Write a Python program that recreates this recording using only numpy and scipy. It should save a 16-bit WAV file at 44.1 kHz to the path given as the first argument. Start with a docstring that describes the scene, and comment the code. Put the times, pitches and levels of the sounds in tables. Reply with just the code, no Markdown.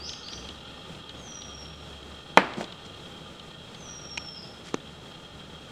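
"""Two rising chirps from a small bird in a garden hedge, then two thin, falling whistles that linger
between the walls. Soft open air and a far engine lie underneath. Right at the microphone the camera's
lens motor hums and ticks, and fingers bump and brush the body. One hard bang on a board nearby
overloads the microphone and echoes round the yard; later a twig snaps."""
import sys
import numpy as np
from scipy import signal
from scipy.fft import rfft, irfft
from scipy.io import wavfile
from scipy.ndimage import uniform_filter1d

SR = 44100
rng = np.random.default_rng(int(sys.argv[2]) if len(sys.argv) > 2 else 0)


def master(y):
    """Save y as 16-bit WAV."""
    cut = np.clip(np.atleast_2d(y).T, -1, 1)
    pcm = np.round(cut * 32767)  # scale
    wavfile.write(sys.argv[1], SR, pcm.astype(np.int16))


N = 251811

# Levels are relative, before each source's own gains and filters.
# chirp notes in pairs, one from each side of the syrinx: start_s, length_s, first_hz, top_hz, level_db
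CHIRP_NOTES = [(0, .11, 4590, 5280, -37), (.035, .095, 5220, 6460, -40), (.228, .11, 4300, 4960, -39.5),
               (0.304, .06, 5400, 6210, -41.5)]
# whistles: start_s, length_s, first_hz, held_hz, drop_hz, level_db, accent_at_s
WHISTLE_NOTES = [(1.165, .5, 6630, 5937, 29.8, -46, 1.313), (3.75, .675, 6390, 5880, 300, -43.5, 4.285)]
# decay among the nearby leaves: frequency_hz, t60_s
LEAF_DECAY = [(3000, 0.6), (10000, 0.37)]
# open air: frequency_hz, density_db
AIR_SPECTRUM = [(20, -7.5), (50, -10), (90, -2.5), (170, 1.5), (300, -3.5), (520, -4), (720, -9.5),
                (1050, -13.5), (2200, -17.5), (4700, -22.5), (6500, -25), (7600, -25), (9800, -34.5),
                (15000, -46)]
# the far engine's swells: start_s, length_s, level_db
ENGINE_SWELLS = [(-.1, .28, -55.5), (.3, 0.3, -54), (1.4, .83, -55.5)]
# the lens motor's harmonics: multiple, level_db
MOTOR_HARMONICS = [(4, -64.5), (6, -62), (7, -67.5), (9, -67), (14, -65.5), (16, -57.5), (19, -66),
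                   (21, -68.5), (26, -88)]
# the lens barrel's resonances: centre_hz, width_hz, level_db
BARREL_RESONANCES = [(859, 71, -62), (1331, 293, -56.5), (2550, 180, -66), (2740, 330, -60),
                     (3209, 150, -54), (3342, 360, -54), (3816, 115, -60.5), (3953, 96, -65),
                     (4200, 370, -63.5), (5240, 350, -68)]
# focus steps: start_s, level_db
FOCUS_STEPS = [(0.0926, -30.5), (0.1336, -31.5), (0.2846, -33.5), (0.3324, -32), (0.4883, -31.5),
               (1.0938, -35), (1.4194, -35.5), (2.536, -35.5), (2.642, -34.5), (2.7233, -35.5),
               (3.397, -36.5), (3.746, -36)]
# a click on the camera: frequency_hz, level_db
CLICK_SPECTRUM = [(100, -8), (900, -21), (1800, -3), (2400, 7), (3300, 5), (4500, -7), (6200, 4),
                  (8000, -15), (10000, -20), (12500, -37), (16000, -42)]
# contacts of the blow on the board: start_s, level_db
BOARD_CONTACTS = [(2.3733, 1.5), (2.3746, 1), (2.3762, -2.5)]
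# the board's modes: pitch_hz, level_db, t60_s
BOARD_MODES = [(197, -21.5, 0.062), (298, -13, 0.057), (498, -6.5, 0.042), (616, -13, 0.023),
               (918, -4, 0.025), (1080, -9, 0.014), (1180, -16, 0.02), (1440, -19.5, 0.032),
               (1735, -23.5, 0.043), (2030, -10.5, 0.015), (2260, -11, 0.011), (3284, -9.5, 0.0089),
               (4020, -15, 0.013), (5860, -29, .008)]
# how the short blow drives the board: frequency_hz, gain_db
BLOW_DRIVE = [(30, -25), (120, -42.5), (190, -2), (400, 1), (3000, 0.5), (7000, -11), (10000, -30),
              (15000, -24)]
# the bang's echoes: frequency_hz, density_db
BANG_ECHO_SPECTRUM = [(50, -42), (115, -22), (180, -2.5), (500, -2), (900, -2), (1400, -3.5), (2300, -5.5),
                      (3500, -17.5), (4800, -22.5), (6000, -33), (9000, -40), (11500, -56), (15000, -62)]
# decay round the yard: frequency_hz, t60_s
YARD_DECAY = [(200, 1), (700, 1), (2000, 0.72), (5000, 1), (12000, .35)]
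# skin brushing the camera: start_s, length_s, hiss_db, rumble_db
SKIN_BRUSHES = [(2.56, 0.1, -47, -35.5), (2.848, 0.026, -51, -62), (4.628, .1, -49, -62)]
# the skin's hiss and the body's rumble: frequency_hz, density_db
SKIN_HISS = [(300, -18), (2000, 10.5), (5000, 7), (7500, 4), (10000, -9), (12000, -19), (15000, -30)]
BODY_RUMBLE = [(60, -28), (130, -4), (220, 3), (500, -4), (900, -9), (1500, -34), (6000, -55)]
# fingers bumping the camera: start_s, thud_db, pitch_factor, click_db
FINGER_BUMPS = [(2.5815, -3.5, 0.72, -46), (2.6098, -7.5, 1.67, -41), (4.743, 4, 0.97, -19),
                (4.7446, -2, 0.88, -21)]
# the camera body's thud: frequency_hz, gain_db
BODY_THUD = [(30, -17), (80, -12), (140, 9.5), (270, 24), (480, 15.5), (700, -4.5), (900, 11), (1400, 2),
             (2500, -10), (6000, -21), (15000, -47)]
# the twig's breaking fibres: start_s, level_db
FIBRE_BREAKS = [(4.1738, -39), (4.1753, -29.5), (4.1772, -38), (4.1785, -26.5)]
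# the twig's modes: pitch_hz, level_db, t60_s
TWIG_MODES = [(950, -6, 0.026), (1550, -23, .012), (2460, 5, 0.015), (2860, 4.5, 0.013), (3930, -4, .008),
              (4440, -20, .01), (6050, -5.5, 0.0089), (7460, -27, .006), (9500, -32, .005)]
# how the fibres drive the twig: frequency_hz, gain_db
FIBRE_DRIVE = [(50, -5), (500, -4.5), (7500, 4), (10500, -7), (13000, -20), (16000, -28)]


def amp(db):
    return 10 ** (np.asarray(db) / 20)


def unit(x):
    return x / np.sqrt(np.mean(x ** 2) + 1e-20)


def curve_at(points, hz):
    """Joins (Hz, value) points on a log-frequency axis."""
    f, value = np.transpose(points)
    return np.interp(np.log(hz + 1), np.log(f + 1), value)


def seconds(length):
    return np.arange(int(length * SR)) / SR


def add(mix, start_s, sound):
    part = mix[max(round(start_s * SR), 0):][:len(sound)]
    part += sound[:len(part)]


def noise(spectrum, size):
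    """Noise of rms 1 with the given colour."""
    gain = amp(curve_at(spectrum, np.fft.rfftfreq(size, 1 / SR)))
    return unit(irfft(rfft(rng.standard_normal(size)) * gain, size))


def band(hz, width_hz):
    """Noise of rms 1 in one steep resonance."""
    detuning = (np.fft.rfftfreq(N, 1 / SR) - hz) / (width_hz / 2)
    return unit(irfft(rfft(rng.standard_normal(N)) / (1 + detuning ** 4) ** .5, N))


def wander(rate_hz):
    """Random drift of rms 1, up to about the given rate."""
    f = np.fft.rfftfreq(N, 1 / SR)
    return unit(irfft(rfft(rng.standard_normal(N)) * np.exp(-(f / rate_hz) ** 2), N))


def colour(x, spectrum, size=4096):
    """A minimum-phase filter with the given (Hz, dB) response."""
    log_gain = np.log(amp(curve_at(spectrum, abs(np.fft.fftfreq(size, 1 / SR)))))
    taps = np.fft.ifft(np.exp(np.conj(signal.hilbert(log_gain)))).real
    return signal.fftconvolve(x, taps[:size // 2])[:len(x)]


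def die_away(x, t60s):
    """Fades each band at its own speed."""
    hz, age, bands = signal.stft(x, SR, nperseg=256)
    return signal.istft(bands * amp(-60 * age / curve_at(t60s, hz)[:, None]), SR, nperseg=256)[1]


def echo(t60s, delay_s):
    """A delayed, diffuse tail of energy 1."""
    tail = die_away(rng.standard_normal(SR), t60s)
    return np.r_[np.zeros(int(delay_s * SR)), tail / np.linalg.norm(tail)]


def scatter(song, direct_db, leaves_db, walls_db):
    """Song reaches the microphone straight, off nearby leaves, and later off the walls."""
    leaves = signal.fftconvolve(song, echo(LEAF_DECAY, delay_s=.002))[:N]
    walls = signal.fftconvolve(song, echo([(4000, .72), (7000, .67)], delay_s=.012))[:N]
    return amp(direct_db) * song + amp(leaves_db) * leaves + amp(walls_db) * walls


def tone(hz, db, waver, waver_hz):
    """A near-pure note whose pitch quavers."""
    pitch = hz * (1 + waver * wander(waver_hz)[:len(hz)])
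    envelope = np.sqrt(2) * amp(db) * signal.windows.tukey(len(hz), .06)
    return envelope * np.sin(2 * np.pi * np.cumsum(pitch) / SR)


def chirp(length, first_hz, top_hz, db, climb_share=.72, attack_s=.0051, fade_db=-17):
    """A buzzy note that climbs, levels off and fades."""
    t = seconds(length)
    climb = np.sin(np.pi / 2 * np.minimum(t / length / climb_share, 1) ** 1.25)
    pitch = first_hz + (top_hz - first_hz) * climb
    note = tone(pitch, db + fade_db * (t / length) ** 3, waver=.013, waver_hz=260)
    return note * np.minimum(t / attack_s, 1)


def bird_chirps():
    """Overlapping notes from the hedge, reaching the microphone mostly as reflections."""
    song = np.zeros(N)
    for start, *note in CHIRP_NOTES:
        add(song, start, chirp(*note))
    return scatter(song, direct_db=-9, leaves_db=-6, walls_db=-6)


def open_air(level_db=-47, swell_db=1.2):
    """The garden's soft wash, wavering a little in level."""
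    return amp(level_db + swell_db * wander(7.2)) * noise(AIR_SPECTRUM, N)


def far_engine(pitch_hz=71, waver_hz=3, idle_db=-58.5, flutter_db=2.5, ramp_s=.11, hum_db=-57):
    """Far off, an engine's low drone swells and fades under a steadier hum."""
    t = np.arange(N) / SR
    turns = np.cumsum(pitch_hz + waver_hz * wander(7.4)) / SR
    swells = sum(amp(db) * np.clip(np.minimum(t - start, start + length - t) / ramp_s, 0, 1)
                 for start, length, db in ENGINE_SWELLS)
    idle = amp(idle_db + flutter_db * wander(10))
    drone = (idle + swells) * np.sqrt(2) * np.sin(2 * np.pi * turns)
    return drone + amp(hum_db) * band(156, width_hz=14)


def lens_hum(drive_hz=202, flutter_db=2, ease_db_per_s=-.56):
    """At the microphone, the motor's fuzzy harmonics and barrel hiss flutter together and ease off."""
    flutter = amp(flutter_db * wander(69))
    harmonics = sum(amp(db) * band(k * drive_hz, width_hz=16) for k, db in MOTOR_HARMONICS)
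    hiss = sum(amp(db) * band(hz, width) for hz, width, db in BARREL_RESONANCES)
    effort = amp(1.28 + ease_db_per_s * np.arange(N) / SR)
    return effort * flutter * (amp(-.6) * harmonics + amp(-1.5) * hiss)


def lens_ticks(start_hz=4450, end_hz=2870, glide_s=.0027, ring_s=.0047, click_s=.0028, click_db=-7):
    """Each focus step is a tiny click and a rattly, falling ring; the camera body dulls both."""
    t, out = seconds(.034), np.zeros(N)
    for start, db in FOCUS_STEPS:
        pitch = (end_hz + (start_hz - end_hz) * np.exp(-t / glide_s)) * rng.uniform(.93, 1.04)
        rattle = 1 + .49 * unit(uniform_filter1d(rng.standard_normal(len(t)), size=16))
        ring = rattle * np.sin(2 * np.pi * np.cumsum(pitch) / SR) * np.exp(-(t / ring_s) ** 2 / 2)
        click = colour(rng.standard_normal(len(t)) * np.exp(-t / click_s), CLICK_SPECTRUM)
        add(out, start, amp(db) * (ring + amp(click_db) * click))
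    return colour(out, [(300, -4), (1100, -1), (2000, -2), (4200, -1), (5500, -3), (8000, -1),
                        (11000, -15), (15000, -23)])


def whistle(length, first_hz, held_hz, drop_hz, db, accent_after_s):
    """A thin note that swoops down as it swells, sags, is pushed louder once, and drops at the end."""
    swoop_s, sag_hz_per_s, drop_lead_s, drop_s = .094, 900, .06, .022
    attack_s, release_s, quiet_db = .13, .027, -14
    accent_db, accent_s = 5.5, .033
    t = seconds(length)
    swoop = (first_hz - held_hz) * np.exp(-(t / swoop_s) ** 3)
    drop = drop_hz * (1 + np.tanh((t - length + drop_lead_s) / drop_s)) / 2
    pitch = held_hz + swoop - sag_hz_per_s * t - drop
    quiet = np.maximum(1 - np.minimum(t / attack_s, (length - t) / release_s), 0)
    accent = np.exp(-((t - accent_after_s) / accent_s) ** 2)
    return tone(pitch, db + accent_db * accent + quiet_db * quiet, waver=.0043, waver_hz=110)


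def bird_whistles():
    """From the same hedge, more direct than the chirps, lingering between the walls."""
    song = np.zeros(N)
    for start, *note, accent_at in WHISTLE_NOTES:
        add(song, start, whistle(*note, accent_at - start))
    return scatter(song, direct_db=-5.5, leaves_db=-7, walls_db=-5)


def strike(contacts, modes):
    """Each contact rings all the modes of an object."""
    t, out = seconds(.2), np.zeros(N)
    ring = sum(amp(db - 60 * t / t60) * np.sin(2 * np.pi * hz * t) for hz, db, t60 in modes)
    for start, db in contacts:
        add(out, start, amp(db) * ring)
    return out


def board_bang(board_db=1, near_db=-17.5, near_rise_s=.0003, near_fall_s=.028, yard_db=-30):
    """A board struck hard nearby; close surfaces answer at once, and the yard rings on."""
    t, last_contact = seconds(1), BOARD_CONTACTS[-1][0]
    out = amp(board_db) * colour(strike(BOARD_CONTACTS, BOARD_MODES), BLOW_DRIVE)
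    near_envelope = np.exp(-t / near_fall_s) * (1 - np.exp(-t / near_rise_s))
    add(out, last_contact, amp(near_db) * near_envelope * noise(BANG_ECHO_SPECTRUM, len(t)))
    yard = die_away(noise(BANG_ECHO_SPECTRUM, len(t)), YARD_DECAY)
    add(out, last_contact + .01, amp(yard_db) * yard)
    return out


def handling(click_s=.00088, grain_db=2.5):
    """Fingers on the camera: bumps thud and click; skin catches and slips, hissing over a body rumble."""
    t, out = seconds(.05), np.zeros(N)
    for start, thud_db, pitch_factor, click_db in FINGER_BUMPS:
        thud = colour(signal.unit_impulse(len(t)), [(hz * pitch_factor, db) for hz, db in BODY_THUD])
        click = colour(rng.standard_normal(len(t)) * np.exp(-t / click_s), CLICK_SPECTRUM)
        add(out, start, amp(thud_db) * thud + amp(click_db) * click)
    slips = unit(amp(grain_db * wander(250)))
    for start, length, hiss_db, rumble_db in SKIN_BRUSHES:
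        size = int(length * SR)
        rub = amp(hiss_db) * noise(SKIN_HISS, size) + amp(rumble_db) * noise(BODY_RUMBLE, size)
        add(out, start, rub * slips[int(start * SR):][:size] * np.hanning(size) ** .5)
    return out


def twig_snap():
    """Fibres break in quick succession, each ringing the twig."""
    return colour(strike(FIBRE_BREAKS, TWIG_MODES), FIBRE_DRIVE)


def scene():
    """The garden from one microphone on the camera."""
    return (bird_chirps() + open_air() + far_engine() + lens_hum() + lens_ticks()
            + bird_whistles() + board_bang() + handling() + twig_snap())[None]


def record(dry, cutoff_hz=15850):
    """The microphone input clips at full scale; then the top treble is cut."""
    lowpass = signal.firwin(511, cutoff_hz, window=("kaiser", 9), fs=SR)
    return signal.oaconvolve(np.clip(dry, -1, 1), lowpass[None], "same")


dry = scene()
out = record(dry)
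master(out)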